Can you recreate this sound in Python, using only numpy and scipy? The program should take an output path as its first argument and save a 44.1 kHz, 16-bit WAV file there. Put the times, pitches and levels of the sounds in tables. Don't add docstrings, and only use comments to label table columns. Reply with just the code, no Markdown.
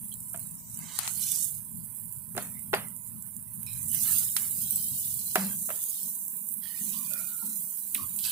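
import sys
import numpy as np
from scipy import signal
from scipy.fft import rfft, irfft, next_fast_len
from scipy.io import wavfile
from scipy.ndimage import uniform_filter1d

SR = 44100
rng = np.random.default_rng(int(sys.argv[2]) if len(sys.argv) > 2 else 0)


def nominal_scale(level):
    x = np.asarray(level, float) / 20
    return 10 ** x


def dump_mix(stems):
    frames = np.atleast_2d(stems).T
    limited = np.clip(frames, -1, 1)
    pcm = np.round(limited * 32767).astype(np.int16)
    wavfile.write(sys.argv[1], SR, pcm)


N = 366471
FAST = next_fast_len(N)
TIME = np.arange(N) / SR
HZ = np.fft.rfftfreq(FAST, 1 / SR)


def unit(x):
    return x / np.sqrt(np.mean(x ** 2, axis=-1, keepdims=True))


def curves(table):
    s, *columns = np.vstack(table).T
    return [np.interp(TIME, s, c) for c in columns]


def colour(points):
    hz, db = np.transpose(points)
    return nominal_scale(np.interp(np.log(HZ + 1), np.log(hz), db))


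def band(x, gain, lo_hz, hi_hz, order=6):
    lo_edge = 1 + (lo_hz / (HZ + 1)) ** (2 * order)
    hi_edge = 1 + (HZ / hi_hz) ** (2 * order)
    return unit(irfft(rfft(x, FAST) * gain / np.sqrt(lo_edge * hi_edge), FAST)[..., :N])


def bandpass(x, order, lo_hz, hi_hz):
    return signal.sosfilt(signal.butter(order, [lo_hz, hi_hz], "band", fs=SR, output="sos"), x)


def walk(rate_hz, channels=2):
    k = int(SR / rate_hz)
    held = np.repeat(rng.standard_normal((channels, N // k + 1)), k, axis=1)[:, :N]
    return unit(uniform_filter1d(held, k))


def grains(rate_hz, spread_db):
    hit = rng.random((2, N)) < rate_hz / SR
    size_db = spread_db * np.minimum(rng.exponential(size=(2, N)), 3)
    return unit(hit * rng.standard_normal((2, N)) * nominal_scale(size_db))


def sides(pan_db, power=2):
    left = nominal_scale(pan_db)
    return (2 * np.array([left, left ** 0]) / (1 + left ** power) ** (1 / power)).reshape(2, -1)


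def decay(t, t60_s):
    return nominal_scale(-60 * t / t60_s)


def ring(hz, t60_s, t, phase=0):
    return np.sin(2 * np.pi * hz * t + phase) * decay(t, t60_s)


def add(out, s, wave, db, pan_db, lag=5):
    wave = wave * nominal_scale(db) / np.abs(wave.mean(axis=0)).max()
    starts = int(s * SR) + int(lag), int(s * SR)
    for c, (gain, start) in enumerate(zip(sides(pan_db, power=0.93), starts)):
        out[c, start:start + wave.shape[1]] += gain * wave[c, :N - start]


def machine():
    # (time [s], level [dB])
    rumble = [(0.0, -58.5), (0.56, -58), (0.95, -59.5), (3.35, -59.5), (3.84, -55.5), (5.48, -57.5),
              (5.92, -74.5), (7.91, -80), (8.31, -63)]
    # (frequency [Hz], density [dB per Hz])
    air_spectrum = [(15, -54), (25, -27), (54, -22.5), (108, -6.5), (157, -3.5), (219, -2.5), (297, -20.5),
                    (334, -30), (413, -28), (763, -31), (966, -24.5), (1110, -34.5), (1440, -33.5),
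                    (3000, -42), (7000, -43), (9100, -56), (15400, -120)]
    # (time [s], length [s], level [dB])
    booms = [
        (0.392, 0.071, -60),
        (2.41, 0.13, -49.5),
        (2.782, 0.13, -45),
        (3.916, 0.3, -49.5),
        (5.376, 0.063, -80),
        (6.95, 0.26, -61.5),
    ]
    low_db = curves(rumble)[0]
    drone_db = -56.5 + 0.13 * (low_db - low_db[0])
    deep_db = low_db + 2.5
    left = sides(17, power=1)
    boom = sum(nominal_scale(db) * np.exp(-((TIME - s) / length_s) ** 2) for s, length_s, db in booms)
    boom = boom * sides(-1.5, power=0.43)
    noise, gain = rng.standard_normal((3, N)), colour(air_spectrum)
    near = noise[0] + 0.58 * noise[1:]
    drone = band(near, gain, 162, 345) * nominal_scale(3.1 * walk(9, channels=1))
    deep = band(near, gain, 20, 128) * nominal_scale(1.8 * walk(13, channels=1))
    far = band(noise[1:], 1, 20, 70) * nominal_scale(-86 + 3 * walk(3, channels=1))
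    return drone * (nominal_scale(drone_db) * left + boom) + deep * (nominal_scale(deep_db) * left + nominal_scale(-7.5) * boom) + far


def air_and_whine():
    # (frequency [Hz], density [dB per Hz])
    air_spectrum = [(15, -54), (25, -27), (54, -22.5), (108, -6.5), (157, -3.5), (219, -2.5), (297, -20.5),
                    (334, -30), (413, -28), (763, -31), (966, -24.5), (1110, -34.5), (1440, -33.5),
                    (3000, -42), (7000, -43), (9100, -56), (15400, -120)]
    noise = rng.standard_normal((2, N))
    air = band(noise, colour(air_spectrum), 328, 7800) * nominal_scale(-70) * sides(3.9)
    whine_hz, whine_db = 985, -79
    whine = band(noise, 1, whine_hz - 35, whine_hz + 35, order=40) * nominal_scale(whine_db + 2.5 * walk(7))
    return air + whine * sides(14)


def insect():
    # (time [s], level [dB])
    song = [(0, -101), (.9, -68), (1.5, -65), (2.9, -66), (3.6, -75), (8.31, -63)]
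    noise = rng.standard_normal((2, N))
    return band(noise, 1, 7100, 10400, order=60) * nominal_scale(curves(song)[0]) * sides(9.2)


def strokes():
    # (time [s], hold [s], level [dB], low rub re level [dB], left minus right [dB])
    stroke_rows = [(0.79, 0.09, -68, 11, -8), (0.89, 0.12, -58, 2, -8), (0.996, 0.052, -55, 12, 18),
                   (1.173, 0.19, -55.5, -7, 3), (3.63, 0.23, -74, 9, -16), (3.938, 0.24, -56, 1, -11),
                   (4.086, 0.084, -49.5, -4, -12), (4.392, 0.027, -56, 4, -8),
                   (4.56, 0.74, -57.5, -32, -28), (5.378, 0.03, -52.5, -7, -6),
                   (5.727, 0.27, -59.5, -28, -34), (6.637, 0.39, -60.5, -0.5, -14),
                   (7.107, 0.17, -64.5, 5, -12), (7.397, 0.57, -71.5, -6, -19),
                   (7.923, 0.26, -71, 4.5, -12), (8.241, .07, -44.5, -8.5, -7)]
    press_db_per_s, lift_db_per_s, rest_db = 600, 91, -81
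    power = np.ones((2, 2, N)) * nominal_scale(2 * rest_db)
    for s, hold_s, db, rub_db, pan_db in stroke_rows:
        press_db = press_db_per_s * np.maximum(s - TIME, 0)
        lift_db = lift_db_per_s * np.maximum(TIME - s - hold_s, 0)
        parts = np.array([1, nominal_scale(rub_db)])[:, None, None]
        power += (nominal_scale(db - press_db - lift_db) * sides(pan_db, power=1.9) * parts) ** 2
    return np.sqrt(power)


def scrape():
    # (frequency [Hz], width [Hz], level [dB])
    bar_modes = [
        (3001, 58, 0.5),
        (3180, 130, -7.5),
        (4083, 540, -5),
        (4520, 56, -1),
        (4680, 52, 1),
        (5060, 160, -4.5),
    ]
    ring_gain, rub_gain = strokes()
    slips = grains(2500, 2) + 0.88 * rng.standard_normal((2, N))
    slips = slips + 0.5 * slips[::-1]
    sung = nominal_scale(-8) + sum(nominal_scale(db) / (1 + (2 * (HZ - hz) / width_hz) ** 2) for hz, width_hz, db in bar_modes)
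    bars = band(slips, sung, 3050, 8000) * ring_gain * nominal_scale(2.5 + 1.27 * walk(30))
    rub = band(slips, 1, 720, 2640) * rub_gain * nominal_scale(-7.5 + 2.4 * walk(24))
    return bars + rub


def clinks(out):
    # (time [s], length [s], pitch [Hz], level [dB])
    chirps = [(0.115, 0.029, 3205, -56), (.12, 0.04, 4100, -60), (0.338, 0.025, 1500, -59),
              (0.782, 0.21, 960, -64), (0.91, 0.07, 1050, -62), (0.85, 0.12, 3100, -61),
              (0.782, 0.23, 2070, -64), (2.747, 0.02, 4720, -44), (3.66, 0.13, 5300, -61),
              (3.66, 0.13, 2450, -58), (3.66, 0.13, 3950, -58), (3.889, 0.2, 3010, -58),
              (5.505, 0.04, 1600, -58), (6.623, 0.075, 3260, -57.5), (6.616, 0.19, 1866, -59.5),
              (6.735, 0.33, 2430, -65), (6.93, 0.15, 1060, -59), (6.72, 0.1, 1850, -61),
              (7.103, 0.32, 1410, -56.5), (7.06, 0.3, 2450, -65), (7.14, 0.1, 1950, -63),
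              (7.36, 0.12, 4100, -66), (7.42, 0.044, 940, -58), (8.249, .04, 4600, -45),
              (8.236, 0.17, 2610, -52), (8.24, 0.22, 1600, -57), (8.25, 0.05, 8150, -43),
              (8.262, 0.05, 12300, -43), (8.262, 0.035, 10300, -46)]
    # (time [s], length [s], pitch [Hz], level [dB])
    creaks = [
        (2.545, 0.06, 2100, -62),
        (2.832, 0.041, 2120, -62),
        (3.222, 0.076, 1430, -70.5),
        (6.797, 0.24, 203, -51),
        (7.099, 0.13, 603, -61.5),
        (7.417, 0.12, 209, -50),
        (7.951, 0.084, 232, -47),
        (7.975, 0.075, 1127, -49),
        (8.001, 0.17, 103, -56.5),
        (3.62, 0.3, 88, -56),
    ]
    # (time [s], length [s],
    # pitch [Hz], level [dB])
    sweeps = [(4.046, 0.14, 1650, -55), (4.366, 0.023, 2800, -46.5), (1.314, 0.049, 4550, -47.5),
              (6.925, 0.06, 4000, -55), (3.935, 0.33, 5300, -52), (4.372, 0.1, 1600, -60),
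              (5.697, 0.04, 2800, -59), (2.378, 0.08, 4800, -60), (1.2, 0.25, 4800, -57),
              (7.44, 0.2, 11800, -43), (1.2, 0.22, 8700, -38), (7.946, 0.0217, 2900, -41),
              (7.955, 0.099, 3960, -53.5), (8.185, 0.03, 4200, -47.5)]
    rubs = []
    for rows, pan_db in ((chirps, -10.5), (creaks, 4)):
        rubs += [(*row, 130 * (row[2] / 1000) ** 0.45, pan_db) for row in rows]
    rubs += [(*row, 0.68 * row[2], -5 + 1) for row in []] + [(*row, 0.68 * row[2], 4) for row in []]
    rubs += [(*row, 0.68 * row[2], SWEEP_PAN_DB) for row in sweeps]
    for s, length_s, hz, db, width_hz, pan_db in rubs:
        t = TIME[:int(1.5 * length_s * SR)]
        noise = rng.standard_normal((4, 24000))[:, :len(t)]
        uneven_db = 2.34 * unit(uniform_filter1d(noise[3], size=300))
        slips = (noise[0] + 0.69 * noise[1:3]) * nominal_scale(uneven_db)
        sing = unit(bandpass(slips, 2, hz - width_hz / 2, hz + width_hz / 2))
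        shape = np.minimum(t / (0.002 + 0.06 * length_s), 1) * nominal_scale(-10 * (t / length_s) ** 2.2)
        start = int(s * SR)
        wave = (sing * shape * nominal_scale(db) * sides(pan_db, power=3.8))[:, :N - start]
        out[:, start:start + wave.shape[1]] += wave


SWEEP_PAN_DB = -5


def snaps(out):
    # (time [s], peak [dB], left minus right [dB], lowest frequency [Hz], decay [s])
    snap_rows = [(0.989, -16, 14, 800, .012), (1.0768, -17, 10, 700, .012), (2.3775, -24, -5, 2800, .012),
                 (2.369, -36, -5, 1500, .01), (3.629, -42, -2, 800, .02), (4.3655, -16, -13, 950, .03),
                 (5.3555, -18, -10, 1500, .015), (6.929, -34, -7, 2800, .04), (7.135, -26, -7, 3300, .025),
                 (7.946, -34, -11, 2000, .03), (1.3185, -30, -2, 3500, .03), (5.383, -30, 0, 900, .01),
                 (3.948, -33, -8, 1800, .02), (7.0612, -45, -9, 3000, .02), (6.6375, -42, -9, 2600, .03)]
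    t = TIME[:6000]
    for s, db, pan_db, lo_hz, t60_s in snap_rows:
        noise = rng.standard_normal((3, len(t)))
        burst = (noise[0] + 0.7 * noise[1:]) * (0.45 * decay(t, t60_s) + 0.04 * decay(t, 0.2))
        click = ring(1950, 0.0012, t) + 1.1 * ring(4000, 0.0011, t)
        add(out, s, bandpass(burst - click, 4, lo_hz, 8500), db, pan_db)


def knocks(out):
    # (time [s], peak [dB], strongest [Hz], decay [s], deep modes re peak [dB])
    blows = [
        (0.343, -31.5, 685, 0.11, -42),
        (2.35, -36, 799, 0.078, 3),
        (2.368, -29, 630, 0.049, 2),
        (2.377, -19, 705, 0.066, -13),
        (2.731, -17, 757, 0.058, -1.5),
        (2.737, -10.5, 816, 0.041, -19.5),
        (5.356, -12, 727, 0.073, -11),
        (5.689, -31.5, 665, 0.083, -27),
        (5.703, -24, 613, 0.068, -29),
    ]
    # (frequency [Hz], level [dB], decay [s])
    modes = [
        (389, -9.5, 0.12),
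        (627, 1, 0.14),
        (880, -8, 0.016),
        (1360, 11, 0.019),
        (1600, -5.5, 0.033),
        (2060, -13, 0.0098),
        (2436, -3, 0.036),
        (3180, -58, 0.01),
    ]
    t = TIME[:9000]
    for s, db, hz, t60_s, deep_db in blows:
        plate = 0
        for (f, g, d), (a, b) in zip(modes, rng.random((len(modes), 2))):
            weight_db = deep_db + 16.5 if f < 500 else -14 * max(np.log2(hz / f), 0)
            plate = plate + nominal_scale(g + weight_db) * ring(f * (0.96 + 0.087 * a), d * t60_s / 0.1, t, 3 * b)
        noise = rng.standard_normal((3, len(t)))
        tail = 3.1 * decay(t, 0.55 * t60_s) + 0.58 * decay(t, 6.25 * t60_s)
        rattle = nominal_scale(0.2 * (db + 9.5)) * bandpass(noise[0] + 0.85 * noise[1:], 2, 0.5 * hz, 1500 + hz) * tail
        crack = nominal_scale(0.094 * db) * noise[1:] * (0.2 * decay(t, 0.024) + 0.035 * decay(t, 0.1))
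        blow = 0.65 * plate + 0.85 * ring(hz, t60_s, t) + rattle + crack
        add(out, s, blow * np.minimum(t / 0.0013, 1), db - 0.33, -0.4)


def tray_buzz():
    # (time [s], level [dB])
    buzz_rows = [
        (5.365, -58),
        (5.382, -26),
        (5.46, -27.5),
        (5.52, -38),
        (5.59, -54),
        (5.62, -80),
    ]
    hum_hz = 194.5
    level_db = curves([(0, -200), *buzz_rows, (5.7, -200)])[0]
    turn = 2 * np.pi * hum_hz * TIME + 0.65 * walk(45, channels=1)[0]
    wave = np.cos(turn) + 0.056 * np.cos(2 * turn) + 0.022 * np.cos(3 * turn)
    return wave * nominal_scale(level_db) * sides(2.3, power=0.61)


def pops(out):
    # (time [s], peak [dB], centre [Hz], left minus right [dB])
    bursts = [(0.3331, -21, 12800, -11), (0.7437, -28, 9500, -7), (0.7725, -28, 7750, -15),
              (0.9518, -30, 9120, -21), (0.989, -15, 8980, 7.5), (1.078, -23, 7800, 23),
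              (1.3178, -14, 8600, -12), (1.36, -19, 9800, -10.5), (2.3645, -22, 10700, -14),
              (2.3775, -21, 9000, -14), (2.7475, -22, 10160, -28), (3.631, -23, 13000, -18),
              (3.6645, -27, 9670, -12), (3.9155, -17, 9900, -8), (3.947, -13, 12700, -6),
              (4.366, -12, 9800, -10), (4.7072, -15.5, 12900, -12), (4.7215, -16, 13600, -11),
              (4.7586, -11, 12400, -5), (4.8848, -22, 9780, -5), (5.1106, -27, 9900, -26),
              (5.356, -12, 9900, -9), (5.4475, -21, 10800, -4), (5.839, -19.5, 11700, -16),
              (6.031, -22, 10700, -11), (6.2804, -22, 10040, -11), (6.4875, -20, 11300, -4),
              (7.1354, -14, 13400, -10.5), (7.9463, -12.5, 9400, -5), (8.1883, -21, 8330, -10),
              (8.251, -21, 8260, -23),
              (0.0266, -32, 8870, -7), (0.043, -28, 14000, -7.5), (0.1244, -30, 8680, -10.5),
             (0.1394, -28.5, 7800, -14), (0.204, -30, 8220, -13), (0.2274, -33, 8880, -12),
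             (0.3606, -27, 8680, -12), (0.3752, -28, 8730, -10), (0.3935, -26, 13600, -7.5),
             (0.4705, -30, 8200, -10.0), (0.5104, -30.5, 8450, -16), (0.6985, -33, 7700, -6.5),
             (0.7896, -24, 13000, 0), (0.8415, -31, 7660, -11), (1.5868, -34, 12300, -10),
             (3.3657, -28, 9000, -15), (2.1246, -29, 12500, -25), (2.4244, -25, 9610, -9),
             (2.594, -29, 10000, -18), (2.8843, -28, 9760, -19), (2.9637, -28, 9140, -21),
             (3.0749, -28, 9450, -17), (3.2236, -27, 10500, -20), (3.7309, -27, 9010, -10),
             (3.8297, -25, 8560, -11), (6.5395, -22, 12400, -15), (8.1614, -21, 11200, -8),
             (0.4005, -28, 9500, -10), (4.076, -17, 9000, -8), (3.8821, -19, 10440, -12.0),
             (4.0153, -24, 10900, -5), (4.1836, -9.5, 13400, -2), (5.1407, -18.5, 12200, -13)]
    t = TIME[:1500]
    for s, db, hz, pan_db in bursts:
        lo_hz = max(0.65 * hz, 7300)
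        spit = rng.standard_normal((2, len(t))) * (decay(t, 0.011) + 0.18 * decay(t, 0.15))
        droplet = 0.7 * ring(hz, 0.017, t)
        add(out, s, bandpass(spit + droplet, 7, lo_hz, 16000), db, pan_db)


def sizzle():
    # (time [s], level [dB], share of big drops [dB], left minus right of near, of far coals [dB])
    fat = [(0.0, -40.5, -27, -32, 6), (0.69, -42, -17, -48.5, 12), (1.02, -46, 2.5, -20, -3.5),
           (1.18, -31, -14, -24.0, -31), (1.43, -32, -8, -15, -12.5), (1.64, -41, -29, -23, -6),
           (2.2, -41, -49, -39, -31), (2.43, -41.5, -12, -11, 0), (2.61, -40.5, -31, -23, -19),
           (3.47, -43, -58, -28, -9), (3.73, -38.5, -18, -21, -5), (4.12, -28.5, -10.5, -7.5, -13),
           (4.33, -34.5, -11, -10, -3.5), (6.11, -37.5, -13.5, -14.5, -0.5), (6.62, -40, -27, -24, -11),
           (6.83, -36.5, -10.5, -11.5, -12.5), (8.12, -38, -18, -12, -7), (8.31, -33.5, -13, -6.5, -8.0)]
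    # (frequency [Hz], density [dB per Hz])
    steam_spectrum = [(2060, -44), (3500, -9.5), (4080, -11.5), (4440, -37.5), (5320, -22), (5820, -15.5),
                      (9620, 1), (11100, 3), (15100, 12.5), (16000, 10), (16300, -29)]
    # (time [s], length [s], share of middle hiss hidden [1])
    shadows = [
        (.65, .07, .8),
        (.87, .05, .85),
    ]
    level_db, drops_db, hiss_pan_db, spray_pan_db = curves(fat)
    hiss_db = level_db - 4.5
    fry_db = level_db + drops_db - 0.5
    spray_db = level_db - 11 + 7 * (TIME > 3.92)
    shade = sum(share * np.exp(-((TIME - s) / length_s) ** 4) for s, length_s, share in shadows)
    spurts = signal.lfilter([1], [1, -np.exp(-1 / (0.01 * SR))], np.abs(grains(60, 1)))
    steam = rng.standard_normal((2, N)) * (1 + 0.24 * spurts / spurts.std()) + 0.86 * grains(1500, 1.8)
    gain = colour(steam_spectrum)
    hiss = band(steam, gain, 8090, 10700, order=9) * nominal_scale(hiss_db + 0.64 * walk(14)) * sides(hiss_pan_db)
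    spray = band(steam, gain, 11700, 14000) * nominal_scale(spray_db + 0.43 * walk(15)) * sides(spray_pan_db)
    fry = band(steam, gain, 4510, 7770, order=9) * nominal_scale(fry_db + 1.5 * walk(20)) * sides(0.44 * hiss_pan_db)
    fry = fry * nominal_scale(0)
    middle_band = signal.butter(2, [8800, 12300], "band", fs=SR, output="sos")
    return hiss + spray + fry - shade * signal.sosfiltfilt(middle_band, hiss + spray)


def scene():
    events = np.zeros((2, N))
    clinks(events)
    snaps(events)
    knocks(events)
    pops(events)
    return machine() + air_and_whine() + insect() + scrape() + tray_buzz() + sizzle() + events


def starve(x, depth_db, spill_db, patchy_db, share):
    hz, _, z = signal.stft(x, SR, nperseg=2048)
    power = uniform_filter1d(np.abs(z) ** 2, size=11, axis=1) + 1e-18
    level_db = 10 * np.log10(power)
    loudest_db = level_db[:, hz > 1000].max(axis=(0, 1))
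    weak = np.clip((loudest_db - level_db - depth_db) / spill_db, 0, 1) * (hz > 1150)[:, None]
    body_db = 10 * np.log10(power[:, (hz > 500) & (hz < 4000)].mean(axis=(0, 1)))
    weak = weak * (body_db - np.roll(body_db, 2) < 9)
    bands = np.round(26 * np.log2(1 + hz / 2000)).astype(int)
    luck = rng.standard_normal((2, 2, 3, bands[-1] + 1, z.shape[2]))
    luck = unit(uniform_filter1d(luck[0], size=2) + 2 * uniform_filter1d(luck[1], size=7))
    streaks, drops = (0.87 * luck[:, :1] + 0.5 * luck[:, 1:])[:, :, bands]
    dropped = drops < share * weak + hz[:, None] / 16000 - 3.3
    lost = np.abs(z) ** 2 < 0.5 * weak * power
    gain_db = weak * patchy_db * streaks - 50 * dropped * (weak > 0.2) - 14 * lost
    return signal.istft(z * nominal_scale(gain_db), SR, nperseg=2048)[1][:, :N]


def roll_off(x):
    return signal.sosfilt(signal.butter(12, 16520, fs=SR, output="sos"), x)


def record(dry):
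    thin = starve(dry, depth_db=8, spill_db=10, patchy_db=5, share=2.35)
    top_edge = signal.ellip(8, 0.3, 45, 15500, fs=SR, output="sos")
    return roll_off(signal.sosfilt(top_edge, thin))


dry = scene()
out = record(dry)
dump_mix(out)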